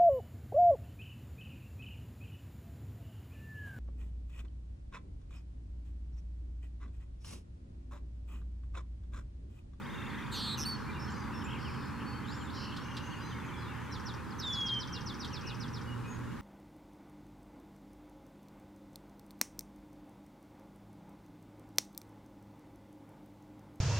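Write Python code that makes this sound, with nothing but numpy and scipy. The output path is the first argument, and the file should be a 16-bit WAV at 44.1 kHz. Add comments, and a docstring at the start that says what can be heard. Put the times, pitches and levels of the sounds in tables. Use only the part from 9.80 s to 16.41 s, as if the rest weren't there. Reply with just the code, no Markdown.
"""Distant traffic rumbles and hisses, and far marsh birds trill, whistle and chip over it.
Close by, a red-winged blackbird on a wire gives a harsh three-part burst: a slow vibration of its
syrinx modulates the tone in frequency and amplitude. Four seconds later it gives a long falling
whistle, nearly a pure tone, while a neighbour repeats a quick down-slurred phrase.
Ground, reeds and trees scatter the calls; the near bird is heard mostly by direct sound."""
import sys
import numpy as np
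from scipy import signal
from scipy.fft import rfft, irfft
from scipy.io import wavfile
from scipy.ndimage import map_coordinates

SR = 44100
rng = np.random.default_rng(int(sys.argv[2]) if len(sys.argv) > 2 else 0)


def generate_wav(signal):
    """Clip the signal to [-1, 1] and save it as 16-bit WAV at the path in sys.argv[1]."""
    frames = np.transpose(np.atleast_2d(signal))
    scaled = np.clip(frames, -1, 1) * 32767
    pcm = np.round(scaled).astype(np.int16)
    wavfile.write(sys.argv[1], SR, pcm)


N = 291501
TIME = np.arange(N) / SR
FREQS = np.maximum(np.fft.rfftfreq(N, 1 / SR), 1)
LEFT_RIGHT = np.array([[1], [-1]])


def from_db(db):
    """Amplitude ratio of a level: tenfold per 20 dB."""
    return 10 ** (np.asarray(db) / 20)


def rms_one(x):
    """Normalisation to unit mean-square value."""
    return x / np.sqrt(np.mean(x ** 2) + 1e-20)


def at_hz(points):
    """Interpolation of a spectrum over logarithmic frequency."""
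    hz, value = np.transpose(points)
    return np.interp(np.log(FREQS), np.log(hz), value)


def at_time(rows, t):
    """Linear interpolation of each column at the times t."""
    times, *columns = np.transpose(rows)
    return [np.interp(t, times, column) for column in columns]


def coloured(x, spectrum):
    """Linear filtering: multiplication in the frequency domain."""
    return irfft(rfft(x) * from_db(at_hz(spectrum)), N)


def drift(t, rate):
    """Band-limited fluctuation of spread about 1, through `rate` random values a second."""
    return map_coordinates(rng.standard_normal(512), [(t - t[0]) * rate], order=3, mode="wrap")


def phase_of(hz):
    """Phase is the time integral of angular frequency."""
    return 2 * np.pi * np.cumsum(hz) / SR


def envelope(t, attack_s, release_s):
    """Amplitude envelope with quarter-sine attack and release."""
    attack = np.sin(np.pi / 2 * np.clip(t / attack_s, 0, 1))
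    release = np.sin(np.pi / 2 * np.clip((t[-1] - t) / release_s, 0, 1))
    return attack * release


def add(track, start_s, sound):
    """Superposition of a sound on a track, its ends tapered against clicks."""
    at = round(start_s * SR) + np.arange(len(sound))
    inside = (at >= 0) & (at < N)
    taper = signal.windows.tukey(len(sound), min(1, 128 / len(sound)))
    track[at[inside]] += (sound * taper)[inside]


# Correlation between the two microphones: f/Hz, coefficient
COHERENCE = [(30, 0.26), (100, 0.63), (300, 0.028), (1000, 0.79), (2000, 0.98), (8000, 0.18),
             (14000, 0.051)]
# Left channel minus right: f/Hz, level difference/dB
CHANNEL_DIFFERENCE = [(90, -1.5), (300, -4), (1200, 2), (3000, -0.4), (7000, -1.5), (13000, -1)]


def diffuse_noise(spectrum):
    """A diffuse field: noise from all round is only partly coherent at two microphones."""
    mid, side = rfft(rng.standard_normal((2, N)))
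    coherence = at_hz(COHERENCE)
    pair = np.sqrt(1 + coherence) * mid + np.sqrt(1 - coherence) * side * LEFT_RIGHT
    gain = from_db(at_hz(spectrum) + LEFT_RIGHT * at_hz(CHANNEL_DIFFERENCE) / 2)
    return rms_one(irfft(pair * gain, N))


def outdoors(x, early_db, tail_db, tail_t60, early_t60=0.064):
    """Scattering: ground and reeds add quick echoes, far trees a tail; both decay exponentially."""
    t = TIME[:SR]
    scatter = rng.standard_normal((2, 1, SR)) + 0.55 * rng.standard_normal((2, 2, SR))
    scatter = signal.sosfilt(signal.butter(2, 6500, fs=SR, output="sos"), scatter)
    early = from_db(early_db) * rms_one(scatter[0] * from_db(-60 * t / early_t60))
    tail = from_db(tail_db) * rms_one(scatter[1] * from_db(-60 * t / tail_t60))
    echoes = signal.fftconvolve(x[None], (early + tail) / np.sqrt(SR), axes=1)[:, :N]
    return irfft(rfft(x + echoes) * from_db(LEFT_RIGHT * at_hz(CHANNEL_DIFFERENCE) / 2), N)


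# Spectrum of the outdoor hiss: f/Hz, relative level/dB
AIR_SPECTRUM = [(1500, -24), (2700, -1.5), (4000, -3.5), (5500, -6), (7000, -7), (9000, -9.5), (13000, -14),
                (15500, -17)]


def air(level_db=-62.5):
    """The ambient noise floor: a faint, stationary hiss."""
    return from_db(level_db) * diffuse_noise(AIR_SPECTRUM)


# Road noise before its trims: t/s, rumble level/dB, tyre level/dB
ROAD_LEVELS = [(0, -41.5, -49), (1.4, -41, -45.5), (3, -42.5, -48.5), (4.5, -42.5, -48), (6.61, -41.5, -51)]
# Spectra of rumble and tyre roar: f/Hz, relative level/dB
RUMBLE_SPECTRUM = [(13, -48), (22, -19), (48, -9.5), (70, -9), (120, -2.5), (155, -5.5), (236, -8),
                   (325, -11), (365, -13.5), (572, -22), (700, -33), (910, -53), (1540, -120)]
TYRE_SPECTRUM = [(600, -28), (700, -20), (800, -4.5), (980, -0.5), (1600, -4.5), (2000, -16), (3500, -26),
                 (6000, -54)]


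def road(rumble_trim_db=-1.0, tyre_trim_db=0.3):
    """Broadband noise of a far road: rumble and tyre roar add incoherently."""
    rumble_db, tyre_db = at_time(ROAD_LEVELS, TIME)
    rumble = from_db(rumble_db + rumble_trim_db) * diffuse_noise(RUMBLE_SPECTRUM)
    roar = from_db(tyre_db + tyre_trim_db) * diffuse_noise(TYRE_SPECTRUM)
    return rumble + roar


# Tone of the nearest engine: t/s, f/Hz
ENGINE_PITCH = [(0, 137.9), (2, 124.5), (3.6, 115), (5.4, 119.5), (6.61, 120.3)]
# Passing vehicles: loudest at t/s, half-width/s, f/Hz, peak level/dB
PASSING_DRONES = [(2.35, 2.6, 77.5, -51), (1.5, .9, 210, -50), (1.74, 0.79, 235, -48.5),
                  (2.35, 0.98, 283, -54.5), (6.11, 0.31, 236.5, -51)]


def engines(engine_db=-51.5, surge_db=8.5, surge_s=6.25, surge_width_s=0.37, pan_db=-3):
    """Wavering engine tones: the nearest surges once; passing ones follow the inverse-square law."""
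    surge = np.exp(-((TIME - surge_s) / surge_width_s) ** 2)
    drones = [(at_time(ENGINE_PITCH, TIME)[0], engine_db + surge_db * surge)]
    for closest_s, width_s, hz, db in PASSING_DRONES:
        drones.append((hz, db - 10 * np.log10(1 + ((TIME - closest_s) / width_s) ** 2)))
    out = np.zeros((2, N))
    for hz, db in drones:
        phase = phase_of(hz * (1 + 0.0072 * drift(TIME, 8))) + LEFT_RIGHT * 0.39 * drift(TIME, 2.304)
        amplitude = np.sqrt(2) * from_db(db + 1.86 * drift(TIME, 7) + LEFT_RIGHT * pan_db / 2)
        out += amplitude * np.sin(phase)
    return out


# The brighter hiss of tyres: t/s, level/dB
SWISH_LEVELS = [(0, -56.5), (.4, -48.5), (.6, -60), (2.5, -58), (2.9, -59), (4, -54.5), (4.3, -61)]
# Its spectrum: f/Hz, relative level/dB
SWISH_SPECTRUM = [(1100, -21), (1800, 4), (2600, -5.5), (5000, -32.5)]


def tyre_swish():
    """Band noise under slow amplitude modulation: the tyre hiss swells and sinks."""
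    return from_db(at_time(SWISH_LEVELS, TIME)[0]) * diffuse_noise(SWISH_SPECTRUM)


def far_note(length_s, start_hz, middle_hz, end_hz, db):
    """A pure tone swells and fades along a parabolic frequency glide."""
    t = np.arange(0, length_s, 1 / SR)
    glide = np.polyfit([0, .5, 1], [start_hz, middle_hz, end_hz], 2)
    swell = signal.windows.tukey(len(t), .6) * from_db(db + 1.8 * drift(t, 92))
    hz = np.polyval(glide, t / length_s) * (1 + 0.0026 * drift(t, 184))
    return np.sqrt(2) * swell * np.sin(phase_of(hz))


def far_trill(length_s, start_hz, end_hz, db, rate_hz, swing_hz, depth):
    """A gliding carrier, modulated in frequency and amplitude at one rate."""
    t = np.arange(0, length_s, 1 / SR)
    cycle = phase_of(rate_hz * (1 + 0.058 * drift(t, 60.1)))
    glide_hz = start_hz + (end_hz - start_hz) * t / length_s
    hz = glide_hz + swing_hz * (np.sin(cycle) + 0.233 * drift(t, 600))
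    pulses = rms_one((1 + depth * np.cos(cycle)) ** 2)
    return np.sqrt(2) * from_db(db) * signal.windows.tukey(len(t), .6) * pulses * np.sin(phase_of(hz))


# The marsh's twitter, for its lowest-pitched calls: t/s, level/dB
TWITTER_LEVELS = [(0, -61.5), (1, -61.5), (1.8, -66), (3.7, -59), (4.4, -68.5), (6.6, -72)]


def twitter(count=220):
    """Random superposition of short, remote slurs and buzzes, the high ones fainter."""
    out = np.zeros(N)
    for k, (when, high, long, slope, buzzy) in enumerate(rng.random((count, 5))):
        start = (k + when) / count * TIME[-1]
        hz = 2200 * 3.3 ** high
        db = at_time(TWITTER_LEVELS, start)[0] - 11 * high
        call = far_trill(0.023 + 0.0617 * long, hz, hz * (.75 + .35 * slope), db,
                         rate_hz=70.4, swing_hz=450 * buzzy ** 3, depth=buzzy / 2)
        add(out, start, call)
    return out


def rising_notes(first_s=3.01, period_s=.196, count=3):
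    """Periodic repetition of one upward glide by a very distant bird."""
    out = np.zeros(N)
    for k in range(count):
        note = far_note(length_s=.105, start_hz=5420, middle_hz=6270, end_hz=6400, db=-67.5)
        add(out, first_s + k * period_s, note)
    return out


# Distant pure notes: t/s, duration/s, start f/Hz, end f/Hz, level/dB
PURE_NOTES = [(0.131, 0.118, 2800, 2670, -58), (1.076, .035, 2400, 2330, -52.5),
              (1.157, 0.037, 2500, 2300, -52), (1.178, .099, 5420, 5260, -55),
              (1.295, .05, 7280, 7200, -63), (1.525, .1, 5470, 5270, -58), (1.639, 0.035, 7250, 7180, -56),
              (2.242, 0.14, 4450, 4406, -54), (2.761, .13, 4430, 4390, -58),
              (4.501, .033, 5460, 3740, -56.5), (5.131, 0.066, 2800, 2790, -55.5),
              (6.06, 0.091, 2920, 2840, -53.5), (6.228, 0.094, 2400, 2600, -56),
              (6.267, 0.11, 6630, 6630, -58)]
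# An arched whistle, sung twice: t/s, level/dB
ARCHED_NOTES = [(1.307, -63.5), (3.36, -65)]


def far_whistles(bulge=0.0037):
    """Sinusoidal calls whose frequency glides bow upward in the middle."""
    out = np.zeros(N)
    for start, length_s, start_hz, end_hz, db in PURE_NOTES:
        middle_hz = (start_hz + end_hz) / 2 * (1 + bulge)
        add(out, start, far_note(length_s, start_hz, middle_hz, end_hz, db))
    for start, db in ARCHED_NOTES:
        add(out, start, far_note(length_s=.18, start_hz=4680, middle_hz=4890, end_hz=4360, db=db))
    return out


# A far bird's series of falling pips: t/s
PIP_ONSETS = [1.275, 1.603, 1.77, 1.937, 2.437, 2.603, 2.758, 2.915, 3.105, 3.316, 3.51, 3.68]
# Longer down-slurs: t/s, level/dB
LONG_PIPS = [(0.512, -55), (.745, -54.5), (.82, -55), (1.836, -50), (5.5, -55.5)]


def pips(top_hz=3416, fall_hz_per_s=18000, short_s=0.033, short_db=-57, long_s=0.073):
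    """Linear chirps from one top frequency: the longer the note, the lower it ends."""
    out = np.zeros(N)
    calls = [(start, short_s, short_db) for start in PIP_ONSETS]
    calls += [(start, long_s, db) for start, db in LONG_PIPS]
    for start, length_s, db in calls:
        fall_hz = fall_hz_per_s * length_s
        add(out, start, far_note(length_s, top_hz, top_hz - fall_hz / 2, top_hz - fall_hz, db))
    return out


# Distant trills: t/s, duration/s, start f/Hz, end f/Hz, level/dB, modulation f/Hz, swing/Hz, depth
TRILL_CALLS = [(-.1, 0.71, 3470, 3446, -60, 24.5, 297, 1), (1.228, 0.24, 6030, 6060, -66.5, 52, -400, 1),
               (2.184, 0.06, 2800, 2740, -55, 45, 300, 0.1), (1.765, .17, 4900, 4950, -58, 59, 600, .05),
               (1.86, .29, 4950, 4600, -61, 61, 550, .05), (2.457, .115, 3080, 6000, -54.5, 105, 250, .8),
               (2.668, .075, 3700, 4200, -58.5, 28, 800, 1), (2.438, 0.26, 7030, 7300, -64, 110, 300, 0.3),
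               (2.712, .185, 5000, 4750, -51.3, 125, 656, 0.15), (2.779, .2, 2910, 2800, -54, 50, 200, .04),
               (2.93, .6, 2850, 2800, -58.5, 32, 60, 0.5), (5.609, 0.152, 2650, 2790, -53, 62, 212, 0.1)]


def trills():
    """Modulated tones: slow modulation is heard as a trill, fast modulation as a buzz."""
    out = np.zeros(N)
    for start, *trill in TRILL_CALLS:
        add(out, start, far_trill(*trill))
    return out


def warble(start_s=1.635, length_s=.17, db=-51, foot_hz=2360, arch_hz=810, sag_hz_per_s=1900,
           swing_hz=370, vibrato_hz=45):
    """Vibrato at the top of an arched glide: the note rises, shakes and falls."""
    t = np.arange(0, length_s, 1 / SR)
    arch = np.sin(np.pi * t / t[-1]) ** 2
    shake = signal.windows.tukey(len(t), .5) ** 8 * arch * np.cos(2 * np.pi * vibrato_hz * t)
    hz = foot_hz - sag_hz_per_s * t + arch_hz * arch - swing_hz * shake
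    amplitude = np.sqrt(2) * from_db(db) * envelope(t, attack_s=.035, release_s=.06)
    out = np.zeros(N)
    add(out, start_s, amplitude * np.sin(phase_of(hz)))
    return out


# Dry "chek" calls: t/s, peak level/dB
CHEK_CALLS = [(2.963, -46.5), (3.166, -42.5), (5.444, -44.5)]
# Their spectrum: f/Hz, relative level/dB
CHEK_SPECTRUM = [(1800, -23), (3700, -7), (4800, -12), (6000, -21.5), (12000, -37), (15000, -41)]


def cheks(rise_s=.0065):
    """Noise transients: a quick rise and exponential decay make a toneless cluck."""
    amplitude = np.zeros(N)
    for start, db in CHEK_CALLS:
        age = np.maximum(TIME - start, 0) / rise_s
        amplitude += from_db(db) * age * np.exp(1 - age)
    return amplitude * rms_one(coloured(rng.standard_normal(N), CHEK_SPECTRUM))


def slur(length_s=0.076, top_hz=6040, end_hz=3054, fall_s=.037, attack_s=0.02, fade_db_per_s=230):
    """A downward chirp that levels out as its amplitude decays exponentially."""
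    t = np.arange(0, length_s, 1 / SR)
    hz = end_hz + (top_hz - end_hz) * np.exp(-(t / fall_s) ** 1.8)
    decay = from_db(-fade_db_per_s * np.maximum(t - attack_s, 0))
    amplitude = np.sqrt(2) * decay * envelope(t, attack_s, release_s=.005) ** 0.96
    return amplitude * np.sin(phase_of(hz * (1 + 0.019 * drift(t, 495))))


def tick(length_s=0.018, start_hz=5730, fall_hz_per_s=55000, rate_hz=140, swing_hz=700, gain_db=-5.5):
    """A few cycles of deep modulation turn a steep chirp into a buzzy tick."""
    t = np.arange(0, length_s, 1 / SR)
    cycle = 2 * np.pi * rate_hz * t
    hz = start_hz - fall_hz_per_s * t - swing_hz * np.sin(cycle)
    amplitude = from_db(gain_db) * envelope(t, attack_s=.008, release_s=0.0087)
    return amplitude * (1 + np.cos(cycle)) * np.sin(phase_of(hz))


# The neighbour's two phrases before its run: t/s, level/dB
OPENING_PHRASES = [(4.11, -53), (4.251, -51.5)]


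def neighbour(run_s=4.5834, period_s=.13434, count=11, peak_s=4.75, peak_db=-48.5, fade_db_per_s2=4):
    """Slur and tick, twice, then in a periodic run under a Gaussian envelope that peaks early."""
    out = np.zeros(N)
    starts = run_s + period_s * np.arange(count)
    levels_db = peak_db - fade_db_per_s2 * (starts - peak_s) ** 2
    for start, db in [*OPENING_PHRASES, *zip(starts, levels_db)]:
        add(out, start, from_db(db) * slur())
        add(out, start + .082, from_db(db) * tick())
    return out


def harmonic_tone(t, hz, overtones_db, third_db, fourth_db, waver, flutter_db):
    """A harmonic series on a wavering fundamental; third and fourth are relative to the second."""
    phase = phase_of(hz * (1 + waver * drift(t, 152)))
    upper = from_db(third_db) * np.sin(3 * phase) + from_db(fourth_db) * np.sin(4 * phase)
    overtones = np.sin(2 * phase) + upper * (4 * hz < SR / 2)
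    flutter = from_db(flutter_db * drift(t, 62.7))
    return np.sqrt(2) * flutter * (np.sin(phase) + from_db(overtones_db) * overtones)


def peep(length_s=0.12, db=-42.8, fade_db_per_s=58, top_hz=4580, sag_hz_per_s=1900,
         scoop_hz=520, scoop_s=.01):
    """A harmonic tone scoops up, sags and turns pure as its overtones decay."""
    t = np.arange(0, length_s, 1 / SR)
    hz = top_hz - sag_hz_per_s * t - scoop_hz * np.exp(-(t / scoop_s) ** 2)
    level_db = db - fade_db_per_s * (t - t.mean())
    overtones_db = -12 - 20 * (t / t[-1]) ** 2
    tone = harmonic_tone(t, hz, overtones_db, third_db=-6, fourth_db=-25, waver=.004, flutter_db=1.2)
    return from_db(level_db) * envelope(t, attack_s=0.02, release_s=0.023) * tone


def chip(length_s=0.01, top_hz=6700, end_hz=5750, db=-49.5):
    """An onset transient: a bright downward chirp as the bill opens."""
    t = np.arange(0, length_s, 1 / SR)
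    hz = np.linspace(top_hz, end_hz, len(t))
    tone = harmonic_tone(t, hz, overtones_db=-7, third_db=-40, fourth_db=-40, waver=.01, flutter_db=.5)
    return from_db(db) * np.hanning(len(t)) * tone


def falling_whistle(length_s=0.392, db=-37.4, base_hz=3529, sag_hz_per_s=1126, glide_hz=556,
                    glide_s=.0234, build_s=0.056, swell_db=2, first_swell_s=.052, swell_period_s=.128):
    """Frequency relaxes exponentially onto a slow fall while the amplitude swells three times."""
    t = np.arange(0, length_s, 1 / SR)
    hz = base_hz - sag_hz_per_s * t + glide_hz * np.exp(-t / glide_s)
    swells_db = swell_db * np.cos(2 * np.pi * (t - first_swell_s) / swell_period_s)
    onset_db = -6 * np.maximum(1 - t / build_s, 0)
    overtones_db = -21 - 60 * abs(t - .1)  # brightest early on, then ever purer
    tone = harmonic_tone(t, hz, overtones_db, third_db=-14, fourth_db=-17, waver=0.0018, flutter_db=1.2)
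    return from_db(db + swells_db + onset_db) * envelope(t, attack_s=0.0068, release_s=0.059) * tone


def buzz(start_s, length_s, attack_s, release_s, start_hz, end_hz, glide_power, db, rise_db, rate_hz,
         jitter, swing_hz, depth, lag_rad, roughness, overtones_db, third_db, noise_db):
    """Modulation: a slow vibration of the syrinx swings the tone's pitch and chokes it once a cycle."""
    t = np.arange(0, length_s, 1 / SR)
    along = t / t[-1]
    hz = end_hz + (start_hz - end_hz) * (1 - along) ** glide_power
    # The swing is widest before mid-syllable; the roughness halves towards the end.
    deviation_hz = swing_hz * (0.34 + 0.78 * np.sin(np.pi * along ** 0.65) ** 2)
    cycle = phase_of(rate_hz * (1 + jitter * drift(t, 152)))
    rough_hz = roughness * hz * (1 - .5 * along) * drift(t, 1200)
    phase = phase_of(hz + deviation_hz * np.sin(cycle) + rough_hz)
    amplitude = from_db(db + rise_db * (along - .5)) * envelope(t, attack_s, release_s)
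    overtones = np.sin(2 * phase) + from_db(third_db) * np.sin(3 * phase) * (3 * hz < SR / 2.5)
    noise = from_db(noise_db) * rng.standard_normal(len(t))
    harshness = from_db(db + overtones_db) * envelope(t, .01, release_s) * (overtones + noise)
    pulses = rms_one(1 + depth * np.cos(cycle - lag_rad))
    out = np.zeros(N)
    add(out, start_s, np.sqrt(2) * pulses * (amplitude * np.sin(phase) + harshness))
    return out


# Response of throat and open bill during the burst: f/Hz, gain/dB
VOCAL_TRACT = [(5900, 0), (6800, -4), (7700, 0.5), (8300, 4), (9100, -2.5), (13600, -2.5), (15500, -9)]


def blackbird():
    """Source and filter: rasp and rattle pass through the throat; a peep follows, later the whistle."""
    rasp = buzz(start_s=.512, length_s=0.2515, attack_s=0.043, release_s=0.027,
                start_hz=3930, end_hz=3890, glide_power=1, db=-40.3, rise_db=4,
                rate_hz=229, jitter=.03, swing_hz=640, depth=.5, lag_rad=.2,
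                roughness=.042, overtones_db=-18.5, third_db=-13, noise_db=-3)
    # The other side of the syrinx squeaks as the rasp starts.
    squeak = buzz(start_s=.518, length_s=.11, attack_s=0.025, release_s=0.046,
                  start_hz=7700, end_hz=5450, glide_power=1.5, db=-54, rise_db=-8,
                  rate_hz=237, jitter=0.025, swing_hz=500, depth=1, lag_rad=4.1,
                  roughness=0.028, overtones_db=-7, third_db=-20, noise_db=-12)
    rattle = buzz(start_s=0.772, length_s=0.079, attack_s=0.04, release_s=.022,
                  start_hz=6170, end_hz=5350, glide_power=1, db=-39.5, rise_db=-3,
                  rate_hz=146, jitter=.02, swing_hz=503, depth=.85, lag_rad=3.3,
                  roughness=.036, overtones_db=-17, third_db=-22, noise_db=1)
    out = coloured(rasp + squeak + rattle, VOCAL_TRACT)
    add(out, .848, peep())
    add(out, 4.596, chip())
    add(out, 4.628, falling_whistle())
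    return out


def scene():
    """Superposition of traffic and four groups of birds, each with its direct-to-reverberant ratio."""
    near = outdoors(blackbird(), early_db=-16, tail_db=-18, tail_t60=0.87)
    middle = outdoors(neighbour(), early_db=-2, tail_db=-5.5, tail_t60=0.27)
    marsh_birds = far_whistles() + pips() + trills() + warble() + cheks()
    far = outdoors(marsh_birds, early_db=-15, tail_db=-11, tail_t60=.8)
    furthest = outdoors(twitter() + rising_notes(), early_db=-4, tail_db=-1, tail_t60=.7)
    return road() + engines() + tyre_swish() + air() + furthest + far + middle + near


def record(dry, cutoff_hz=15700):
    """Band limiting: a steep low-pass filter removes the highest treble."""
    return irfft(rfft(dry) / np.sqrt(1 + (FREQS / cutoff_hz) ** 300), N)


dry = scene()
out = record(dry)
generate_wav(out)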